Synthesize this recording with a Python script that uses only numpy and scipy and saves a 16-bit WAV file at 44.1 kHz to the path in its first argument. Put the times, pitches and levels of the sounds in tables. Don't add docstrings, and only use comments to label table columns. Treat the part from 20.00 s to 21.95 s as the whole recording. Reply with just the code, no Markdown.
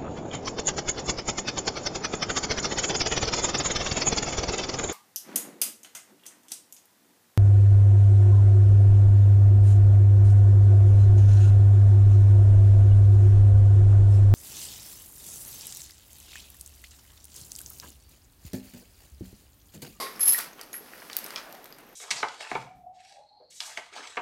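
import sys
import numpy as np
from scipy import signal
from scipy.fft import rfft, irfft
from scipy.io import wavfile
from scipy.ndimage import uniform_filter1d

SR = 44100
rng = np.random.default_rng(int(sys.argv[2]) if len(sys.argv) > 2 else 0)


def digitize_waveform(pressure):
    field = np.atleast_2d(pressure).T
    bounded = np.clip(field, -1, 1)
    quanta = np.round(bounded * 32767).astype(np.int16)
    wavfile.write(sys.argv[1], SR, quanta)


N = 85995


def undb(db):
    return 10 ** (np.asarray(db) / 20)


def unit(x):
    return x / np.sqrt(np.mean(x ** 2) + 1e-30)


def clock():
    return np.arange(N) / SR


def curve(points):
    times_s, levels_db = np.array(points).T
    return undb(np.interp(clock(), times_s, levels_db))


def colour(x, points):
    hz, db = np.array(points).T
    bins_hz = np.maximum(np.fft.rfftfreq(N, 1 / SR), 1)
    gain = undb(np.interp(np.log(bins_hz), np.log(hz), db))
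    return unit(irfft(rfft(x) * gain, N))


def band(x, lo_hz, hi_hz):
    hi_hz = min(hi_hz, SR / 2 - 100)
    lo_hz = min(lo_hz, hi_hz - 10)
    return signal.sosfilt(signal.butter(2, [lo_hz, hi_hz], "band", fs=SR, output="sos"), x)


def steep_band(x, lo_hz, hi_hz):
    return band(band(x, lo_hz, hi_hz), lo_hz, hi_hz)


def add(out, start_s, x):
    i = max(int(start_s * SR), 0)
    out[i:i + len(x)] += x[:N - i]


def steady(x, window_s=0.009):
    return x / np.sqrt(uniform_filter1d(x ** 2, size=int(window_s * SR)) + 1e-20)


def resonance(hz, width_hz):
    pole = np.exp((2j * np.pi * hz - np.pi * width_hz) / SR)
    return steady(signal.lfilter([1], [1, -pole], rng.standard_normal(N)).imag)


def swell(peak_s, sigma_s, lo_hz, hi_hz):
    envelope = np.exp(-0.5 * ((clock() - peak_s) / sigma_s) ** 2)
    return unit(band(rng.standard_normal(N), lo_hz, hi_hz)) * envelope


def taps(rows, note_db, crack_db, rise_s=0.0005):
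    out, t = np.zeros(N), clock()[:SR // 12]
    for start_s, hz, db, decay_s in rows:
        crack = unit(steep_band(rng.standard_normal(len(t)), hz * 0.59, hz * 1.39))
        note = np.sqrt(2) * np.sin(2 * np.pi * hz * t)
        envelope = np.exp(-t / decay_s) * (1 - np.exp(-t / rise_s))
        add(out, start_s, undb(db) * envelope * (undb(note_db) * note + undb(crack_db) * crack))
    return out


def room_tone(noise_db=-56, whine_db=-68):
    # (frequency [Hz], relative level [dB])
    spectrum = [(15, -43), (25, -0.5), (64, -13.5), (229, 1), (394, 1), (754, -2), (1020, -8.5), (1290, -6),
                (1600, -20), (6380, -18), (7510, -30), (11900, -19.5), (16000, -42.5)]
    noise = colour(rng.standard_normal(N), spectrum)
    return undb(noise_db) * noise + undb(whine_db) * resonance(hz=14400, width_hz=41)


def room(x, build_s=0.0083):
    tails = [(102, 1500, 0.47, -20), (1180, 3150, 0.23, -2), (3500, 7900, 0.29, -7),
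             (8000, 12900, 0.247, -9.5), (12000, 7700, 0.2, -19.5)]
    # (delay [s], level [dB])
    echoes = [(.0042, -12.5), (0.0172, -19.5), (0.0214, -10)]
    response, t = np.zeros(N), clock()[:SR // 2]
    for lo_hz, hi_hz, t60_s, db in tails:
        envelope = undb(-60 * t / t60_s) * (1 - np.exp(-t / build_s))
        envelope /= np.sqrt(np.sum(envelope ** 2))
        add(response, 0, undb(db) * band(rng.standard_normal(len(t)), lo_hz, hi_hz) * envelope)
    for delay_s, db in echoes:
        add(response, delay_s, undb([db]))
    return signal.fftconvolve(x, response[:len(t)])[:N]


def low_thump(level_db=-53):
    return undb(level_db) * swell(peak_s=0.31, sigma_s=0.03, lo_hz=26, hi_hz=156)


def sleeve(grain_db=1.9):
    # (time [s], level [dB])
    levels = [(0, -58), (.19, -48.5), (.29, -43.5), (.36, -51), (.4, -49.5), (.46, -47.5), (.55, -57),
              (.61, -51), (.69, -58), (.85, -55.5), (1.0, -52), (1.09, -51), (1.28, -46), (1.38, -45),
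              (1.46, -51), (1.65, -55), (1.95, -58.5)]
    # (frequency [Hz], relative level [dB])
    spectrum = [(80, -34.5), (200, -1), (700, -2), (1500, 0), (2600, -4.5), (5000, -15.5), (8000, -18),
                (16000, -18)]
    grain = unit(uniform_filter1d(rng.standard_normal(N), size=200))
    return colour(rng.standard_normal(N) * undb(grain_db * grain), spectrum) * curve(levels)


def whoosh():
    # (peak time [s], sigma [s], frequency [Hz], level [dB])
    swells = [(1.522, 0.071, 720, -50.5), (1.47, 0.024, 1450, -51.5)]
    return sum(undb(db) * swell(peak_s, sigma_s, hz * 0.784, hz * 1.11)
               for peak_s, sigma_s, hz, db in swells)


def clatter(wash_db=-35, hold_s=0.03, wash_fall_db_per_s=174, ring_fall_db_per_s=145.5):
    # (frequency [Hz], relative level [dB])
    spectrum = [(100, -29.5), (213, -11.5), (452, -1), (750, -9), (1070, -13.5), (1600, -13), (2050, -14.5),
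                (3180, -12.5), (4730, -8), (7200, -20), (11900, -8.5), (15000, -31)]
    # (frequency [Hz], width [Hz], level [dB])
    modes = [(446, 67, -45), (1077, 16, -37.5), (1153, 60, -46.5), (1946, 49, -51.5), (2142, 32, -47),
             (3780, 51, -50.5), (4770, 150, -44)]
    fall_s = np.maximum(clock() - hold_s, 0)
    ring = band(sum(undb(db) * resonance(hz, width_hz) for hz, width_hz, db in modes), 300, 10000)
    wash = undb(wash_db) * colour(rng.standard_normal(N), spectrum)
    return ring * undb(-ring_fall_db_per_s * fall_s) + wash * undb(-wash_fall_db_per_s * fall_s)


def knocks():
    # (time [s], frequency [Hz], relative level [dB], decay [s])
    hits = [(.064, 1880, -36, 0.006), (.16, 203, -48, 0.023), (0.1942, 1680, -37.5, 0.0029),
            (0.3904, 1130, -37.5, 0.011), (0.399, 1840, -32.5, 0.004), (.594, 1370, -51, 0.0011),
            (.742, 1890, -33.5, 0.0016), (.746, 1500, -36, 0.0017), (.808, 336, -44, 0.0069),
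            (.935, 1920, -35, .0012), (.9355, 1000, -54, 0.0013), (1.0197, 1530, -28, 0.0017),
            (1.3055, 1840, -37, 0.0021), (1.372, 1296, -43.5, 0.017), (1.372, 4900, -42.5, 0.016)]
    return taps(hits, note_db=-4, crack_db=2)


def pings():
    # (time [s], frequency [Hz], relative level [dB], decay [s])
    hits = [(.1612, 5300, -38.5, 0.0013), (.3335, 15500, -25, 0.0036), (.3462, 1890, -27.5, 0.0035),
            (.3795, 14430, -21, 0.002), (.532, 6360, -43, .0012), (.594, 3140, -41, 0.0015),
            (.6125, 4940, -36.5, 0.0017), (.6125, 6100, -37, 0.0013), (.6296, 4460, -47, 0.0031),
            (.7302, 6630, -34, 0.0016), (1.0995, 3020, -35, 0.00083), (1.113, 4570, -43, 0.0022),
            (1.1309, 4100, -31, 0.00074), (1.167, 4750, -31, 0.0015), (1.1668, 15200, -15, 0.00082),
            (1.2428, 11840, -21.5, 0.00051), (1.2428, 5150, -35.5, 0.0013), (1.3058, 4970, -36, 0.0014),
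            (1.3601, 3290, -31.5, 0.0015), (1.3601, 5290, -22, 0.00062), (1.363, 2410, -35.5, 0.0027),
            (1.5255, 12900, -51, 0.0026), (1.725, 4850, -40.5, 0.0012), (1.002, 5130, -40, .0008)]
    return taps(hits, note_db=4, crack_db=-12)


def ticking(rate_per_s=24, drive_db=-20.5):
    hits = (rng.random(N) < rate_per_s / SR) * rng.uniform(0.45, 1, N)
    return steep_band(undb(drive_db) * hits, lo_hz=11870, hi_hz=13500)


def chatter(rate_per_s=3600):
    # (time [s], level [dB])
    levels = [(0, -60), (.13, -56), (.19, -54), (.21, -41.5), (.25, -57), (.285, -53), (.315, -50),
              (.335, -34.5), (.36, -44), (.39, -35), (.43, -42.5), (.5, -65.5), (.95, -54.5), (1.13, -54),
              (1.19, -50.5), (1.28, -53.5), (1.45, -60.5), (1.95, -81)]
    # (frequency [Hz], relative level [dB])
    spectrum = [(150, -34), (1000, -2), (3500, -5), (5000, 0), (7300, -7.5), (10000, -2.5), (12000, 0),
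                (16000, -6.5)]
    hits = (rng.random(N) < rate_per_s / SR) * rng.choice([-1, 1], N)
    return colour(hits, spectrum) * curve(levels)


def snap(t, decay_s):
    spectrum = rfft(rng.standard_normal(len(t)) * np.exp(-t / decay_s))
    whitened = irfft(spectrum / np.abs(spectrum), len(t))
    return whitened * np.exp(-t / (decay_s * 2 * np.pi))


def clicks(energy_window_s=0.004):
    # (time [s], body [dB], low treble [dB], treble [dB], top [dB])
    hits = [(0.1945, -45.5, -58, -48, -44), (0.323, -57, -41, -35, -34), (0.332, -51, -50, -40, -31),
            (.384, -36.5, -58, -32.5, -43), (0.3888, -42, -37.5, -39, -30), (0.594, -44, -55, -71, -67),
            (0.6125, -45, -44, -44.5, -48), (0.7309, -47, -48, -49.5, -48), (1.0994, -39, -45.5, -69, -68),
            (1.1309, -64, -41, -45.5, -47), (1.167, -43, -37, -34.5, -25), (1.243, -60, -62, -49, -44),
            (1.263, -43, -45.5, -43, -51), (1.3055, -55, -45, -48, -51), (1.3599, -50, -35.5, -54, -64),
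            (1.3637, -41, -42.5, -52, -68), (1.5254, -64, -50, -55, -48), (1.551, -51.5, -54, -70, -54),
            (1.6427, -60, -55, -57.5, -45.5), (1.6566, -48, -53.5, -55, -55),
            (1.7253, -54, -55.5, -70, -48.5), (1.785, -50, -59, -54.5, -68.5)]
    # (low edge [Hz], high edge [Hz], decay [s], gain [dB])
    bands = [(363, 2760, 0.0014, -1.5), (2630, 7140, 0.0014, 1), (7200, 13100, 0.0017, 2.5),
             (11050, 15000, 0.00063, 0)]
    out, t = np.zeros(N), clock()[:SR // 40]
    for start_s, *levels_db in hits:
        for db, (lo_hz, hi_hz, decay_s, gain_db) in zip(levels_db, bands):
            burst = steep_band(snap(t, decay_s), lo_hz, hi_hz)
            burst *= np.sqrt(energy_window_s * SR / np.sum(burst ** 2))
            add(out, start_s, burst * undb(db + gain_db))
    return out


def jingle(build_s=0.0017, decay_s=0.016, contact_db=-18.5, contact_decay_s=0.0077):
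    # (time [s], level [dB], damped share [0-1])
    strikes = [(0.195, -31, 0), (0.206, -18.5, 0), (0.211, -20.5, 0), (0.2285, -16, 0.14),
               (0.255, -16.5, 0), (0.271, -17.5, 0), (0.2782, -11.5, 0), (0.291, -12.5, 0.1),
               (0.32, -17.5, 0.2), (0.332, -21, 0.6), (0.729, -39.5, 0.5), (.738, -33, 0.3),
               (0.7504, -36, 0.8), (0.762, -37.5, 0.7), (.776, -43, 0.8), (.79, -49, 1)]
    # (frequency [Hz], width [Hz], relative level [dB])
    modes = [(5169, 19, -20), (5090, 260, -22), (6380, 100, -24.5), (11134, 14.5, 2), (11300, 110, -8.5),
             (11280, 34, -8), (11620, 20, -8.5), (11900, 150, -10), (11800, 130, -16)]
    free_ring = steady(sum(undb(db) * resonance(hz, width_hz) for hz, width_hz, db in modes))
    damped_ring = steady(band(rng.standard_normal(N), lo_hz=11350, hi_hz=11650))
    contact_noise = band(rng.standard_normal(N), lo_hz=2670, hi_hz=15000)
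    t = clock()[:SR // 4]
    envelope = np.exp(-t / decay_s) * (1 - np.exp(-t / build_s))
    free_power, damped_power, contact_gain = np.zeros((3, N))
    for start_s, db, damped_share in strikes:
        power = (undb(db) * envelope) ** 2
        add(free_power, start_s, (1 - damped_share) * power)
        add(damped_power, start_s, damped_share * power)
        add(contact_gain, start_s, undb(db + contact_db) * np.exp(-t / contact_decay_s))
    ring = free_ring * np.sqrt(free_power) + damped_ring * np.sqrt(damped_power)
    return ring + contact_noise * contact_gain


def scene(click_send_db=1, strike_send_db=-3):
    clicking = clicks() + chatter() + ticking()
    striking = jingle() + knocks() + pings()
    reverb = room(undb(click_send_db) * clicking + undb(strike_send_db) * striking)
    background = clatter() + sleeve() + whoosh() + low_thump() + room_tone()
    return (clicking + striking + reverb + background)[None]


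def record(dry, cutoff_hz=15950):
    return signal.sosfilt(signal.ellip(8, 0.2, 70, cutoff_hz, fs=SR, output="sos"), dry)


dry = scene()
out = record(dry)
digitize_waveform(out)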